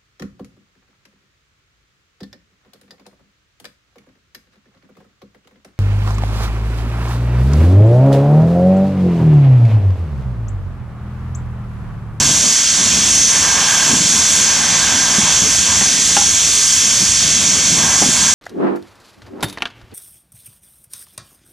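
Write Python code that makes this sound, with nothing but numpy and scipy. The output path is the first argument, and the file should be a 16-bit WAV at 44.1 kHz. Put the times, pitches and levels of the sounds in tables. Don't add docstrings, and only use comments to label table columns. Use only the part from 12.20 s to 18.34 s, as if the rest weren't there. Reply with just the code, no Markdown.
import sys
import numpy as np
from scipy import signal
from scipy.fft import rfft, irfft, next_fast_len
from scipy.io import wavfile
from scipy.ndimage import uniform_filter1d

SR = 44100
rng = np.random.default_rng(int(sys.argv[2]) if len(sys.argv) > 2 else 0)


def pcm_store(signal):
    levels = np.round(np.clip(np.atleast_2d(signal), -1, 1) * 32767)
    wavfile.write(sys.argv[1], SR, levels.astype(np.int16).T)


N = 270774
SIZE = next_fast_len(N + SR // 2)
HZ = np.arange(SIZE // 2 + 1) * SR / SIZE
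TIME_S = np.arange(N) / SR

# t/s, level/dB
VALVE_LEVEL = [(0, -12), (.6, -12.5), (1.1, -12), (1.4, -13.5), (1.8, -12.5), (2.15, -11.5), (2.42, -15.5),
               (2.55, -13.5), (2.65, -14.5), (3.15, -12.5), (3.8, -12.5), (4.6, -11.5), (5.2, -12.5),
               (5.7, -12.8), (6.14, -12.5)]
# f/Hz, density/dB
JET_COLOUR = [(600, -28.5), (1500, -17), (2500, -12.5), (2900, -12.5), (3300, -7), (4200, -9.5),
              (5100, -7.5), (5600, -3), (6300, 0.5), (7000, -5), (8000, -9), (9300, -14), (11000, -25.5),
              (13000, -26), (15000, -29)]
TREBLE_FOLLOW, LOW_FOLLOW = 1.6, -1.1

# start/s, length/s, level/dB, pipe tone relative to level/dB
COCK_BLOWS = [(-.1, 0.19, -28.5, -4), (0.545, .3, -34, -13), (1.084, 0.41, -24.5, -4.5),
              (1.42, 0.28, -26, 1), (1.895, 0.43, -30.5, 1.5), (2.265, 0.25, -26.5, -6),
              (2.496, 0.49, -27.5, -0.2), (2.973, 0.24, -28, -5), (3.443, 0.14, -27.5, -5),
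              (5.15, 0.3, -34.5, -9), (5.548, 0.17, -24, -3), (5.924, 0.16, -27, -1)]
# f/Hz, density/dB
RUSH_COLOUR = [(200, -8), (500, -13), (800, -2.5), (1050, 0.5), (1230, -4), (1390, -6), (1600, -4),
               (2100, -5), (3200, -10.5), (5000, -34), (9000, -50)]
# f/Hz, density/dB
PIPE_COLOUR = [(1400, -16), (1520, -5.5), (1590, 2.5), (1660, -1), (1780, -24)]
RUSH_ATTACK_S, RUSH_RELEASE_S = 0.046, 0.13
TONE_ATTACK_S, TONE_RELEASE_S = 0.11, 0.11
LEAK_DB, LEAK_TONE_DB = -37, -37

# t/s, level/dB
ROLL_LEVEL = [(0, -24), (.36, -35), (.73, -28), (1.3, -32.5), (1.9, -27.5), (2.24, -32), (3.06, -30.5),
              (3.7, -31.5), (4.4, -38), (5.1, -30.5), (5.5, -28.5), (6.14, -31)]
# f/Hz, density/dB
ROLLING_COLOUR = [(60, -26), (100, -8.5), (130, -5), (170, 3), (250, 0.5), (320, -6), (400, -10), (700, -9),
                  (950, -29)]
# f/Hz, density/dB
DRONE_COLOUR = [(25, -34), (35, -20), (50, -10), (70, -1), (95, -3), (120, -6.5), (150, -31.5)]
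DRONE_DB, DRONE_FOLLOW = -35, 0.4

# t/s, level/dB, pitch f/Hz
JOINT_THUDS = [(.008, -14.5, 138), (.05, -17, 149), (.074, -15, 141), (0.104, -17, 158), (1.697, -14, 251),
               (1.712, -15, 260), (1.731, -8.5, 257), (1.753, -14, 182), (1.805, -15.5, 176),
               (1.851, -21, 182), (2.983, -10, 210), (3.032, -14, 190), (3.22, -14, 174), (3.612, -19, 198),
               (3.79, -19.5, 276), (4.801, -20, 175), (4.82, -13.5, 201), (5.05, -18.5, 151),
               (5.502, -19, 263), (5.522, -13, 175), (5.58, -16, 193), (5.637, -17, 223), (5.657, -17, 204),
               (5.859, -12, 243), (5.886, -10, 218)]
THUD_RING_CYCLES, THUD_PUSH_S = 19.7, 0.0022

# t/s, f/Hz, level/dB
FLANGE_SQUEAKS = [(3.23, 430, -30), (4.35, 410, -33), (5.33, 410, -35)]
SQUEAK_S = 0.07

# t/s, blow level/dB, low mode weight/dB, rattle re blow/dB, contact time/s
COUPLING_CLANKS = [(3.607, -27.5, 7.5, 21, 0.004), (3.966, -14.5, -3.5, 12, 0.0021),
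                   (4.013, -20.5, -9, -4, 0.0038), (5.816, -19, 8, 12, 0.004)]
# f/Hz, level/dB, t60/s
COUPLING_MODES = [(215, 0, 0.24), (293, -0.5, 0.19), (392, -2, 0.19), (568, -3, 0.13), (720, 2.5, 0.13),
                  (808, 4.5, 0.24), (843, 0.5, 0.2), (1007, 2, 0.11), (1394, -4, 0.25), (1660, -2, 0.13),
                  (2030, -6, 0.061), (2700, -14, .07)]
COUPLING_LOW_HZ = 780
CLANK_RING_SHARE, RATTLE_S = 0.53, 0.013

GROUND_S, GROUND_DB, GROUND_HZ = 0.001857, -19.5, 4870
# f/Hz, width (two sigma)/Hz, gain/dB
BODY_DIPS = [(3863, 284, -5), (4550, 150, -4.5), (5210, 220, -4), (8540, 680, -3), (10000, 600, -5),
             (12340, 770, -11), (14350, 1700, -15.5)]
# f/Hz, difference/dB
BALANCE = [(30, -3), (125, -0.5), (700, 0), (1350, -2), (2000, -2.5), (2800, -0.5), (5500, -0.5),
           (6400, -0.5), (7000, -5), (7800, -4), (8700, -4.5), (9600, 0.5), (11000, -0.5), (14000, 0)]
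# f/Hz, lead/rad
PHASE_LEAD = [(0, -0.54), (2330, 0.3), (3700, -0.28), (4390, 0.58), (5250, 0.55), (6720, -0.95),
              (7240, 0.041), (8180, -0.41), (8870, 0.61), (10100, -0.0), (13700, 0.0), (14000, -0.91),
              (14500, 0.0), (15200, -0.0)]
# f/Hz, level/dB
SCATTER_LEVEL = [(30, -15), (70, -18), (150, -55), (300, -22), (600, -25), (1500, -22), (3000, -34),
                 (5000, -14), (7000, -12), (9000, -10), (11000, -37.5), (14000, -10)]
SCATTER_S, SCATTER_T60_S = 0.25, 0.49

GAIN_WINDOW_S, GAIN_TARGET_DB = 0.032, -11.5
GAIN_SLOPE = 0.38
CLIP, TOP_HZ = 0.96, 15250


def undb(db):
    return 10 ** (np.asarray(db) / 20)


def over_hz(table):
    hz, value = np.transpose(table)
    return np.interp(np.log(HZ + 1), np.log(hz + 1), value)


def over_time(table):
    s, level_db = np.transpose(table)
    return np.interp(TIME_S, s, level_db)


def walk(rate_hz):
    hold = int(SR / rate_hz)
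    steps = np.repeat(rng.standard_normal(N // hold + 1), hold)
    return 1.3 * uniform_filter1d(uniform_filter1d(steps, hold), hold)[:N]


def turbulence(colour, rate_hz, shared_db, own_db, per_octave):
    hz = np.transpose(colour)[0]
    noise = rfft(rng.standard_normal(SIZE)) * undb(over_hz(colour)) * (HZ > hz[0] / 2)
    noise /= np.std(irfft(noise, SIZE))
    place = per_octave * np.log2((HZ + 1) / hz[0])
    top = int(per_octave * np.log2(hz[-1] / hz[0])) + 1
    place = np.clip(place, 0, top)
    shared = shared_db * walk(rate_hz)
    for k in range(top + 1):
        share = np.cos(np.pi / 2 * np.clip(place - k, -1, 1)) ** 2
        band = irfft(noise * share, SIZE)[:N]
        yield hz[0] * 2 ** (k / per_octave), band * undb(shared + own_db * walk(rate_hz))


def surging(level_db, colour, rate_hz, shared_db, own_db):
    bands = turbulence(colour, rate_hz, shared_db, own_db, per_octave=2.12)
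    return sum(band for _, band in bands) * undb(level_db)


def valve():
    level_db = over_time(VALVE_LEVEL)
    swing_db = level_db - level_db.mean()
    jet, shimmer = 0, walk(20)
    for hz, band in turbulence(JET_COLOUR, rate_hz=12, shared_db=-0.08, own_db=1.0, per_octave=3.023):
        octaves = np.clip(np.log2(hz / 6300), -1, 1.5)
        above, below = max(octaves, 0), max(-octaves, 0)
        shimmer_db = 1.1 * above * shimmer
        follow_db = (above * TREBLE_FOLLOW + below * LOW_FOLLOW) * swing_db
        jet = jet + band * undb(shimmer_db + follow_db)
    return jet * undb(level_db)


def flow(start_s, length_s, attack_s, release_s):
    since_s = TIME_S - start_s
    rise = np.clip(since_s / attack_s, 0, 1)
    return rise * np.exp(-np.clip(since_s - length_s, 0, None) / release_s)


def cocks():
    rush_power, tone_power = undb(LEAK_DB) ** 2, undb(LEAK_TONE_DB) ** 2
    for s, length_s, db, tone_db in COCK_BLOWS:
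        rush_flow = flow(s, length_s, RUSH_ATTACK_S, RUSH_RELEASE_S)
        tone_flow = flow(s, length_s, TONE_ATTACK_S, TONE_RELEASE_S)
        rush_power = rush_power + (undb(db) * rush_flow) ** 2
        tone_power = tone_power + (undb(db + tone_db) * tone_flow) ** 2
    rush = surging(0, RUSH_COLOUR, rate_hz=30, shared_db=1.1, own_db=1.3)
    tone = surging(0, PIPE_COLOUR, rate_hz=16, shared_db=1.5, own_db=0.8)
    return np.sqrt(rush_power) * rush + np.sqrt(tone_power) * tone


def rolling():
    return surging(over_time(ROLL_LEVEL), ROLLING_COLOUR, rate_hz=16, shared_db=1.5, own_db=1.2)


def drone():
    roll_db = over_time(ROLL_LEVEL)
    level_db = DRONE_DB + DRONE_FOLLOW * (roll_db - roll_db.mean())
    return surging(level_db, DRONE_COLOUR, rate_hz=4.97, shared_db=-1.0, own_db=1.5)


def add(out, s, sound):
    i = int(s * SR)
    out[i:i + len(sound)] += sound[:N - i]


def ring(t, hz, t60_s):
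    return np.sin(2 * np.pi * hz * t) * np.exp(-np.log(1000) * t / t60_s)


def thuds():
    out, t = np.zeros(N), np.arange(SR // 3) / SR
    push = 1 - np.exp(-t / THUD_PUSH_S)
    for s, db, hz in JOINT_THUDS:
        low, high = rng.standard_normal(2)
        t60_s = THUD_RING_CYCLES / hz
        body = ring(t, hz, t60_s)
        body += 0.5 * ring(t, hz * (0.72 + 0.093 * low), t60_s)
        body += 0.35 * ring(t, hz * (1.6 + 0.06 * high), 0.92 * t60_s)
        add(out, s, undb(db) * body * push)
    return out


def squeaks():
    out, t = np.zeros(N), np.arange(SR // 3) / SR
    envelope = np.sin(np.pi * np.clip(t / SQUEAK_S, 0, 1))
    for s, hz, db in FLANGE_SQUEAKS:
        add(out, s, undb(db) * np.sin(2 * np.pi * hz * t) * envelope)
    return out


def clanks():
    out, t = np.zeros(N), np.arange(SR // 3) / SR
    links = signal.butter(2, [1000, 3200], "bandpass", fs=SR, output="sos")
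    for s, db, low_db, rattle_db, contact_s in COUPLING_CLANKS:
        blow = 0
        for hz, mode_db, t60_s in COUPLING_MODES:
            vary = rng.standard_normal()
            gain_db = mode_db + low_db * (hz < COUPLING_LOW_HZ) + 1.2 * vary
            blow = blow + undb(gain_db) * ring(t, hz * (1 + vary / 200), t60_s * CLANK_RING_SHARE)
        noise = signal.sosfilt(links, rng.standard_normal(len(t)))
        rattle = undb(rattle_db) * noise * np.exp(-t / RATTLE_S)
        add(out, s, undb(db) * (blow + rattle) * (1 - np.exp(-t / contact_s)))
    return out


def ground_echo():
    delay = np.exp(-2j * np.pi * HZ * GROUND_S)
    return 1 + undb(GROUND_DB) * delay / (1 + (HZ / GROUND_HZ) ** 4)


def body_dips():
    return undb(sum(db * np.exp(-0.5 * ((HZ - hz) / (width_hz / 2)) ** 2)
                    for hz, width_hz, db in BODY_DIPS))


def scatter(direct):
    t = np.arange(int(SCATTER_S * SR)) / SR
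    tail = rng.standard_normal(len(t)) * np.exp(-np.log(1000) * t / SCATTER_T60_S)
    return direct * rfft(tail / np.linalg.norm(tail), SIZE) * undb(over_hz(SCATTER_LEVEL))


def scene():
    steam = valve() + cocks()
    low = rolling() + drone() + thuds() + squeaks() + clanks()
    direct = (rfft(steam, SIZE) * ground_echo() + rfft(low, SIZE)) * body_dips()
    scattered = scatter(direct)
    lean = undb(over_hz(BALANCE) / 2) * np.exp(0.5j * over_hz(PHASE_LEAD))
    ports = np.array([direct * lean + scattered, direct / lean - scattered])
    return irfft(ports, SIZE)[:, :N]


def record(dry):
    keep = np.exp(-1 / (GAIN_WINDOW_S * SR))
    start = [undb(2 * GAIN_TARGET_DB)]
    power = signal.lfilter([1 - keep], [1, -keep], np.mean(dry ** 2, axis=0), zi=start)[0]
    over_db = 10 * np.log10(power) - GAIN_TARGET_DB
    clipped = np.clip(dry * undb(-GAIN_SLOPE * over_db), -CLIP, CLIP)
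    top_cut = signal.ellip(12, 0.2, 90, TOP_HZ, fs=SR, output="sos")
    return signal.sosfilt(top_cut, clipped)


dry = scene()
out = record(dry)
pcm_store(out)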